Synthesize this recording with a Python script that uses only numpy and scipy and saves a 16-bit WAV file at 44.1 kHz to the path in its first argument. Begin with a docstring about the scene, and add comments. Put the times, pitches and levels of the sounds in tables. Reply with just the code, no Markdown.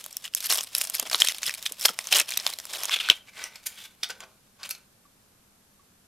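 """Thin metal foil is peeled off a hollow chocolate egg up close: creases buckle with sharp snaps, made of force
bursts ringing foil panels, over a rustle of tiny decaying sines and rubbing hiss that swells with each drag.
The crumpled foil is put down and pushed away. Soft noise puffs are fingertips bumping the egg, a decaying low
sine is the egg slipping free, and faint sine pings are something loose inside it.
Behind lie a short room tail, preamplifier hiss, room rumble and a few wavering tones."""
import sys
import numpy as np
from scipy import signal
from scipy.fft import rfft, irfft, next_fast_len
from scipy.io import wavfile
from scipy.ndimage import map_coordinates

SR = 44100
rng = np.random.default_rng(int(sys.argv[2]) if len(sys.argv) > 2 else 0)


def master_out(mix):
    """Clip the mix to full scale and print it as 16-bit PCM to the path in sys.argv[1]."""
    frames = np.transpose(np.atleast_2d(mix))
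    ceiling = np.clip(frames, -1, 1)
    pcm = np.round(ceiling * 32767).astype(np.int16)
    wavfile.write(sys.argv[1], SR, pcm)


N = 267680

# Buckling creases. Each row: time in seconds, level in dB, panel pitch in Hz, treble share in dB.
CREASE_SNAPS = [(0.0417, -18.5, 3220, 11.5), (.063, -15.5, 8500, 4), (0.128, -22.5, 5680, 14),
                (0.1689, -7, 5700, 11.5), (0.2534, -17, 3000, 0), (0.259, -20.5, 2600, 1),
                (.338, -19.5, 2970, -10), (0.3494, 0.5, 8900, 16.5), (0.3605, -26, 5420, 8),
                (0.381, -27, 5770, 3), (0.4055, -13, 3427, 9), (0.441, -19, 6400, -5),
                (0.4973, -22.5, 5990, 2.5), (0.5109, -21, 5050, 7.5), (0.5355, -9, 8590, 23),
                (0.5527, -14, 5210, 27), (.574, -11, 3560, 16), (0.5828, -11.5, 5740, 7),
                (0.589, -10, 3430, -2), (0.6098, -15.5, 5600, 8.5), (0.638, -15.5, 4900, 14.5),
                (.7508, -4, 5170, 6), (0.766, -13, 8520, 10), (0.7832, -7.5, 5240, 37),
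                (.818, -12.5, 6940, 16), (0.8725, -15.5, 6124, 5.5), (0.899, -9.5, 7350, 18),
                (0.9408, -21.5, 5300, 13), (0.9516, -5.5, 5220, 10), (0.9979, -5, 6500, 11),
                (1.0276, -15.5, 2800, 3), (1.099, -15, 5260, -3), (1.131, -9, 4200, -27),
                (1.1461, -3, 3573, -17.5), (1.1472, -7, 3740, -14), (1.163, -22.5, 5340, 3.5),
                (1.2022, -10, 3882, 3), (1.22, 0, 3240, -25), (1.2719, -12.5, 3260, -11.5),
                (1.286, -3.5, 3580, 4), (1.322, -14.5, 3370, 0), (1.347, -19, 3260, -4),
                (1.3839, -18, 3260, 5), (1.4318, -9.5, 6500, -21), (1.465, -12, 5060, 7),
                (1.4949, -11.5, 1840, 1), (1.54, -15, 2400, 4), (1.5486, -17.5, 4070, 5),
                (1.627, -16, 3920, 7), (1.6634, -8, 3380, -12), (1.722, -17.5, 8790, 9.5),
                (1.796, -21, 8170, 4.5), (1.8113, -13.5, 5455, 12), (1.8522, -9, 2380, 0),
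                (1.8843, -13, 3200, -3), (1.8905, -12, 1330, -9.5), (1.9897, -6, 2110, -2.5),
                (2.0714, -14, 6334, 2), (2.1255, 0.5, 2480, 2), (2.1678, -2.5, 4220, 12.5),
                (2.1866, -4.5, 8100, 28), (2.199, -0.5, 5600, 2.5), (2.202, -5.5, 2577, 2.5),
                (2.2056, -8.5, 2515, -7), (2.2149, -9.5, 5240, -5.5), (2.292, -19, 6200, 10.5),
                (2.3066, -11, 5770, 11), (2.3131, -16.5, 4120, -7), (2.3212, -14, 3960, -3.5),
                (2.338, -17, 3450, -6), (2.3732, -7, 5770, -4), (2.3753, -1.5, 4200, 10),
                (2.3994, -18.5, 4100, -16), (2.466, -2, 4160, -6), (2.476, -12.5, 3380, 13.5),
                (2.5017, -18.5, 6030, 10.5), (2.5373, -16.5, 4100, 3), (2.5876, -14.5, 5095, 1),
                (2.6007, -17, 5850, 6), (2.654, -19, 4600, 2.5), (2.7344, -15.5, 5495, 3.5),
                (2.8348, -10, 5870, 6.5), (2.8551, -9, 6460, 5), (2.8836, -20, 3663, 1.5),
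                (2.895, -12.5, 1156, -14.5), (2.9193, -21.5, 3000, -20), (2.989, -19.5, 3510, -9),
                (3.0107, -18, 2940, -11), (3.088, -11, 1526, -1.5), (3.1, 5, 3063, -9),
                (3.44, -14.5, 5940, -6), (3.5577, -23.5, 5300, -5), (3.7028, -32, 2940, 5.5),
                (4.0335, -10, 4730, -24), (4.09, -29.5, 8000, 6.5), (4.104, -19, 2900, -7),
                (4.205, -26.5, 3400, -7.5), (4.6319, -21, 4470, -18.5), (4.6385, -25.5, 2540, -13),
                (4.692, -19, 8260, 4.5), (4.75, -30, 4160, -10.5)]
# Drags of a finger or a fold across the foil. Each row: start and end in seconds, level in dB, panel pitch in Hz.
FOIL_DRAGS = [(0.237, 0.278, -41.5, 2800), (0.369, 0.381, -36, 5340), (0.408, 0.468, -35, 4640),
              (0.497, 0.562, -29.5, 5600), (0.574, 0.607, -33, 3200), (0.598, 0.639, -40, 5660),
              (0.758, 0.821, -38.5, 5580), (0.831, 0.851, -34.5, 5820), (.939, 0.963, -33, 5220),
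              (0.987, 1.027, -39, 3190), (1.055, 1.075, -36.5, 2220), (1.117, 1.137, -31.5, 4130),
              (1.154, 1.154, -31.5, 3570), (1.19, 1.257, -29.5, 4300), (1.266, 1.308, -28.5, 2900),
              (1.437, 1.477, -31.5, 3290), (1.48, 1.51, -31, 1900), (1.656, 1.662, -22.5, 3640),
              (1.8, 1.828, -35, 5540), (1.835, 1.863, -28, 4400), (1.883, 1.904, -35.5, 5020),
              (1.989, 2.01, -41, 3500), (2.055, 2.084, -40, 3540), (2.112, 2.131, -36, 3760),
              (2.123, 2.194, -21.5, 3112), (2.206, 2.214, -28.5, 3540), (2.279, 2.363, -41.5, 3240),
              (2.357, 2.431, -40, 2440), (2.45, 2.509, -36.5, 3100), (2.705, 2.789, -38, 3570),
              (2.804, 2.89, -33, 3233), (2.91, 2.932, -31.5, 3490), (2.939, 2.948, -31, 3300),
              (2.96, 2.963, -25.5, 2483), (3.002, 3.01, -29, 2870), (3.031, 3.098, -39.5, 2560),
              (3.108, 3.118, -26, 2700), (3.14, 3.17, -53, 3083), (3.273, 3.297, -53, 2290),
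              (3.369, 3.47, -41, 2040), (3.512, 3.575, -53.5, 2140), (3.662, 3.67, -37, 6690),
              (3.775, 3.83, -46.5, 3350), (3.84, 3.858, -42, 3600), (4.034, 4.041, -31.5, 3534),
              (4.099, 4.109, -34.5, 1490), (4.209, 4.238, -46, 1157), (4.598, 4.634, -50.5, 1133),
              (4.649, 4.66, -39, 2690), (4.704, 4.711, -36, 5430)]
# Murmur of the held foil between movements. Each row: time in seconds, level in dB.
HELD_MURMUR = [(0, -37), (.04, -48.5), (.3, -56), (.4, -47.5), (.66, -47.5), (1.5, -41.5), (1.6, -47),
               (2.68, -46.5), (3.119, -40.5), (3.24, -63.5), (3.5, -59), (3.6, -57.5), (3.72, -49.5),
               (3.9, -62), (4.15, -60.5), (4.4, -74), (4.6, -73.5), (4.645, -47.5), (4.861, -73.5)]
# Bass share of the foil, higher while it drags on the hollow egg or the table. Each row: time in seconds, share in dB.
BASS_SHARE = [(0, 1.5), (.38, -12), (.55, 5), (.75, 0.5), (.95, -1), (1.05, 4.5), (1.13, 7), (1.44, -28.5),
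              (1.5, -9), (1.66, -17.5), (1.9, 6), (2.35, -4.5), (2.47, 3.5), (2.85, 5), (2.94, -1.5),
              (3.1, 3.5), (4.04, -4), (4.2, 6.5), (4.7, -1)]
# Spectrum of the foil's crackle. Each row: frequency in Hz, relative density in dB per Hz.
FOIL_SPECTRUM = [(88, -43), (450, -19.5), (600, -17), (1760, -16), (3350, -11.5), (3920, -13),
                 (11500, -19.5), (14800, -22)]
# The hollow egg and the foil taut over it ring along. Each row: centre in Hz, width in Hz, strength in dB.
SHELL_MODES = [(632.3, 56, -1.5), (1093, 98, -9.5), (5310, 130, 0)]
# Hollows of the open foil cup. Each row: centre in Hz, width in Hz, strength in dB.
CUP_MODES = [(1522, 300, 3), (2540, 450, 8), (3350, 750, 7)]
# Hollows of the crumpled foil. Each row: centre in Hz, width in Hz, strength in dB.
BALL_MODES = [(1530, 52, 6), (2317, 240, -1)]
# Stereo width of the foil. Each row: frequency in Hz, gain on its side signal in dB.
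FOIL_WIDTH = [(60, -8), (180, -17), (550, -21), (1200, -25), (2200, -21), (4500, -15), (8000, -11),
              (15000, -10)]
# Fingertips bump the egg. Each row: time in seconds, peak in dB.
EGG_KNOCKS = [(1.023, -32), (1.474, -39.5), (1.71, -40), (1.897, -32.5), (2.207, -32), (3.102, -29)]
# A loose part taps the shell. Each row: time in seconds, level in dB before the soft onset, pitch in Hz.
SHELL_PINGS = [(5.052, -50.5, 1148), (5.794, -51.5, 1136)]
# Decay of the room. Each row: frequency in Hz, t60 in seconds.
ROOM_DECAY = [(300, 0.68), (2000, 0.29), (10000, 0.16)]
# Spectrum of room and preamplifier. Each row: frequency in Hz, relative density in dB per Hz.
FLOOR_SPECTRUM = [(20, -12), (70, -10.5), (110, -8), (160, -10), (200, -6), (300, -14), (800, -17),
                  (1600, -19), (2000, -22), (13500, -22), (14200, -45)]
# Likeness of the floor at the two ports. Each row: frequency in Hz, left-right correlation.
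FLOOR_LIKENESS = [(60, 1), (200, 0.85), (700, 0.24), (15000, .05)]
# Steady background tones. Each row: pitch in Hz, rms level in dB before wavering.
HUM_TONES = [(199.5, -79), (9001, -85), (12209, -86)]

LOOSE_S = 2.905  # the last fold lets go and the foil hangs as an open cup
AWAY_S = 3.15  # the foil leaves the egg and is carried away
ASIDE_S = 3.92  # the foil now lies to the right
# snaps are thinner than drags, and differ
SNAP_BASS_DB, BASS_SCATTER_DB = -3, 1.5
# in drags, small tight panels ring high, hiss brightly and lose bass
DRAG_TREBLE_DB, TREBLE_DB_PER_OCTAVE, THIN_DB_PER_OCTAVE, MIDDLE_HZ = 0.5, 8.5, 3.5, 3300
# a drag swells in the slower the longer it lasts, loose foil slower still
RISE_S, RISE_SHARE, LOOSE_RISE_SHARE = 0.001134, 0.097, 0.15
LEFT_LAG_S = 0.000014  # the foil lying aside reaches the left port this late
GLANCE_S = 0.00086  # scale of the random delay of echoes off the hands
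TOP_HZ = 16300  # band limit


def snaps(rise=0.00041, burst_t60=0.0079, flip_db=14.0, size=1024):
    """A crease creeps, then flips: a short burst of force rings the panel beside it."""
    s, level_db, pitch, treble_db = np.transpose(CREASE_SNAPS)[..., None]
    t, hz = (np.arange(size) - 64) / SR, np.fft.rfftfreq(2 * size, 1 / SR)
    chance = rng.standard_normal((len(s), size + 5))
    loose = s > AWAY_S
    life = burst_t60 * amp(3.03 * chance[:, :1] + 7.9 * loose)  # loose foil shakes longer
    envelope = np.where(t < 0, np.exp(-np.abs(t) / rise), amp(-60 * t / life))
    force = chance[:, 5:] * envelope
    force[:, 64] = amp(flip_db) * np.sign(force[:, 64])  # the flip itself
    # thin foil radiates no deep bass, and fades at the very top
    radiation = hz ** 4 / (hz ** 4 + 500 ** 4) / (1 + (hz / 15000) ** 12)
    # two smaller panels nearby
    others = sum(panel(hz, 6000 * amp(4.006 * chance[:, k:k + 1]), 23) for k in (3, 4))
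    bass_db = np.interp(s, *np.transpose(BASS_SHARE)) + SNAP_BASS_DB + BASS_SCATTER_DB * chance[:, 2:3]
    colour = voiced(hz, pitch, bass_db, treble_db, ring_db=14.5 - 3.7 * loose,
                    sharpness=10 * np.sqrt(pitch / MIDDLE_HZ))
    colour = radiation * (1 + amp(5.0) * others) * colour
    rows = irfft(rfft(force, 2 * size) * colour)[:, :size]
    rows = amp(level_db) * rows / np.abs(rows).max(axis=1, keepdims=True)
    return place(s[:, 0] + t[0], rows, chance[:, 1:2])


def rustle(fall=0.0065, size=8192):
    """The crackle swells in each drag with that drag's colour, and murmurs on while the foil is held."""
    tight = crackle(hiss_db=-5, clump_db=3, tick_db=0)
    loose = crackle(hiss_db=2, clump_db=2, tick_db=-5)  # loose foil slides more than it buckles
    bed = np.where(np.arange(N) < LOOSE_S * SR, tight, loose)
    bed = np.pad(bed, ((0, 0), (size // 4, size)))
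    out = np.zeros_like(bed)
    t, hz = (np.arange(size) - size // 4) / SR, np.fft.rfftfreq(size, 1 / SR)
    for start, end, db, pitch in FOIL_DRAGS:
        octaves = np.log2(pitch / MIDDLE_HZ)
        bass_db = np.interp((start + end) / 2, *np.transpose(BASS_SHARE)) - THIN_DB_PER_OCTAVE * octaves
        treble_db = DRAG_TREBLE_DB + TREBLE_DB_PER_OCTAVE * octaves
        colour = voiced(hz, pitch, bass_db, treble_db, ring_db=-0.5 + 5.9 * (start > AWAY_S), sharpness=7)
        at = round(start * SR)
        piece = irfft(rfft(bed[:, at:][:, :size]) * colour, size)
        rise = RISE_S + (LOOSE_RISE_SHARE if start > AWAY_S else RISE_SHARE) * (end - start)
        # swell up to the start, hold, and die away after the end
        swell = np.exp(np.minimum(t / rise, 0) - np.maximum((t - end + start) / fall, 0))
        out[:, at:][:, :size] += amp(db) * swell * piece
    held = filtered(crackle(hiss_db=8.5, clump_db=3.0, tick_db=5.0),
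                    lambda hz: voiced(hz, 3900, 1.5, 5.0, ring_db=-7.0, sharpness=0.89))
    s, held_db = np.transpose(HELD_MURMUR)
    murmur = amp(np.interp(np.arange(N) / SR, s, held_db, right=-120)) * unit(held)
    return out[:, size // 4:][:, :N] + murmur


def crackle(hiss_db, clump_db, tick_db, spread_db=1.5, top_db=16, cycles=1.2, ring_db=17, count=14000, size=160):
    """Countless tiny buckles in clumps, each a few cycles at its own pitch, over the hiss of rubbing; rms 1."""
    t = np.arange(size) / SR
    u, lean = rng.random((count, 4)), rng.standard_normal((count, 1))
    pitch = 500 * 30 ** u[:, 1:2]
    life = cycles * amp(ring_db * u[:, 3:])  # in cycles: some click, some ring
    size_db = np.minimum(-spread_db * np.log(u[:, 2:3]), top_db)
    envelope = np.exp(-t * pitch / life) / np.sqrt(life) * np.hanning(2 * size)[size:]
    grains = amp(size_db) * np.sin(2 * np.pi * pitch * t) * envelope
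    bed = place(u[:, 0] * N / SR, grains, lean)
    # pitches are even per octave: lift to even per Hz
    bed = unit(filtered(bed, lambda hz: np.clip(hz, 500, 15000)))
    bed = bed + amp(hiss_db) * rng.standard_normal((2, N)) + amp(tick_db) * unit(ticks())
    bed = bed * amp(clump_db * (wobble(70) + wobble(200)))
    return unit(filtered(bed, lambda hz: amp(along(FOIL_SPECTRUM, hz))))


def ticks(count=1200, size=256):
    """Sparse small creases: bursts of about a millisecond, each coloured by its own panel."""
    u, g = rng.random((count, 3)), rng.standard_normal((count, size + 1))
    colour = 1 + amp(12) * panel(np.fft.rfftfreq(size, 1 / SR), 1500 * 8 ** u[:, 2:], 13)
    rows = irfft(rfft(g[:, 1:] * np.exp(-np.arange(size) / 25)) * colour)
    return place(u[:, 0] * N / SR, amp(6 * u[:, 1:2]) * rows, g[:, :1])


def voiced(hz, pitch, bass_db, treble_db, ring_db, sharpness):
    """Colour of one movement: bass and treble shares, and the foil panel that rings below the treble."""
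    bass, middle, treble = shares(hz)
    ring = 1 + amp(ring_db) * panel(hz, pitch, sharpness)
    return (amp(bass_db) * bass + middle) * ring + amp(treble_db) * treble


def shares(hz):
    """Smooth weights of bass, middle and treble that add up to one."""
    bass = 1 / (1 + (hz / 1400) ** 6)
    treble = 1 - 1 / (1 + (hz / 7500) ** 6)
    return bass, 1 - bass - treble, treble


def panel(hz, pitch, sharpness):
    """One damped resonance of a foil panel, gain 1 at its pitch."""
    damping = 1j * hz * pitch / sharpness
    return damping / (pitch ** 2 - hz ** 2 + damping)


def hollows(x, modes, plain_db):
    """The sound x with hollow shapes ringing along as damped resonances; plain_db scales the whole."""
    def response(hz):
        ring = sum(amp(db) * 1j * hz * w / (c * c - hz * hz + 1j * hz * w) for c, w, db in modes)
        return amp(plain_db) * (1 + ring)
    return filtered(x, response)


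def thump(db=-43, t60=0.059):
    """The egg slips free and a low push of air reaches the ports: a decaying 60 Hz sine."""
    t = np.clip(np.arange(N) / SR - 3.098, 0, None)
    return amp(db - 60 * t / t60) * np.sin(2 * np.pi * 60 * t)


def knocks(t60=.04, pitch_hz=380, size=4096):
    """Fingertips bump the egg: soft dull puffs of low noise."""
    s, peak_db = np.transpose(EGG_KNOCKS)[..., None]
    t, hz = np.arange(size) / SR, np.fft.rfftfreq(size, 1 / SR)
    puff = rng.standard_normal((len(s), size)) * amp(-60 * t / t60) * (1 - np.exp(-t / 0.006))
    rows = irfft(rfft(puff) * panel(hz, pitch_hz, .5) ** 2)
    rows = amp(peak_db) * rows / np.abs(rows).max(axis=1, keepdims=True)
    return place(s[:, 0], rows, 0 * s)[0]


def pings(t60=0.061):
    """A loose part taps the hollow shell, which rings on one note."""
    s, level_db, hz = np.transpose(SHELL_PINGS)[..., None]
    t = np.arange(SR // 10) / SR
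    onset = 1 - np.exp(-t / 0.0018)
    rows = amp(level_db - 60 * t / t60) * np.sin(2 * np.pi * hz * t) * onset
    return place(s[:, 0], rows, 0 * s)[0]


def room(x, count=12):
    """Each frequency dies at its own speed; the hands move, so every half second has its own tail."""
    out = np.zeros((2, N + SR))
    step = -(-N // count)
    for k in range(count):
        hz, t, z = signal.stft(rng.standard_normal((2, SR // 3)), SR, nperseg=256)
        decay = amp(-60 * t / along(ROOM_DECAY, hz)[:, None])
        tail = signal.istft(z * decay, SR, nperseg=256)[1]
        tail = tail / np.linalg.norm(tail[0])
        wet = signal.fftconvolve(x[None, k * step:(k + 1) * step], tail, axes=1)
        out[:, k * step + 150:][:, :wet.shape[1]] += wet  # pre-delay of 150 samples
    return out[:, :N]


def floor(level_db=-61.5):
    """Hiss that differs between the ports, room rumble that both share, and a few wavering tones."""
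    def spread(hz):
        turn = np.arccos(np.clip(along(FLOOR_LIKENESS, hz), -1, 1)) / 2
        return amp(along(FLOOR_SPECTRUM, hz)) * [np.cos(turn), np.sin(turn)]
    mid, side = filtered(rng.standard_normal((2, N)), spread)
    t = np.arange(N) / SR
    tones = sum(np.sqrt(2) * amp(db + 3 * wobble(15)) * np.sin(2 * np.pi * hz * t + wobble(12))
                for hz, db in HUM_TONES)
    return amp(level_db) * unit(np.array([mid + side, mid - side])) + tones


def place(times, rows, lean):
    """Sums rows at their times: mid, and side as an echo off the hands with each row's own sign and delay."""
    at = np.round(times * SR).astype(int)[:, None] + np.arange(rows.shape[1])
    late = at + 1 + (np.abs(lean) * GLANCE_S * SR).astype(int)
    mid = np.bincount(at.ravel(), rows.ravel(), N)[:N]
    side = np.bincount(late.ravel(), (rows * np.sign(lean)).ravel(), N)[:N]
    return np.array([mid, side])


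def amp(db):
    """Decibels as an amplitude factor."""
    return 10 ** (np.asarray(db) / 20)


def unit(x):
    """Scaled to rms 1."""
    return x / np.sqrt(np.mean(x ** 2) + 1e-20)


def along(points, hz):
    """Reads a curve of (Hz, value) points on a log frequency axis."""
    f, v = np.transpose(points)
    return np.interp(np.log(hz + 1), np.log(f + 1), v)


def filtered(x, response):
    """The spectrum of x times a response of frequency."""
    m = next_fast_len(N + SR // 2)
    return irfft(rfft(x, m) * response(np.fft.rfftfreq(m, 1 / SR)), m)[..., :N]


def wobble(rate):
    """A smooth random curve, rate knots a second."""
    knots = rng.standard_normal(int(N * rate / SR) + 4)
    return map_coordinates(knots, [np.arange(N) * rate / SR])


def scene():
    """Foil close in front of both ports, a little room, the floor; the foil's width is mostly in the treble."""
    foil, t = snaps() + rustle(), np.arange(N) / SR
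    tight, away = t < LOOSE_S, t >= AWAY_S
    on_egg = hollows(foil * tight, SHELL_MODES, plain_db=0)
    open_cup = hollows(foil * (~tight & ~away), CUP_MODES, plain_db=-4.0)
    crumpled = hollows(foil * away, BALL_MODES, plain_db=-1.5)
    foil = on_egg + open_cup + crumpled
    wet_db = np.where(away, -9, -22)  # farther off, the room weighs more
    mid, side = foil + room(amp(wet_db) * foil[0])
    side = filtered(side, lambda hz: amp(along(FOIL_WIDTH, hz)))
    # opposite phase turns at the two ports make the left one late
    aside = filtered(mid * (t > ASIDE_S), lambda hz: -1j * np.tan(np.pi * np.minimum(hz, TOP_HZ) * LEFT_LAG_S))
    stereo = np.array([mid + side + aside, mid - side - aside])
    return stereo + thump() + knocks() + pings() + floor()


def record(dry):
    """Peaks beyond full scale clip; then a steep low-pass lets nothing above the band limit through."""
    return filtered(np.clip(dry, -1, 1), lambda hz: 1 / (1 + (hz / 15200) ** 24) * (hz < TOP_HZ))


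dry = scene()
out = record(dry)
master_out(out)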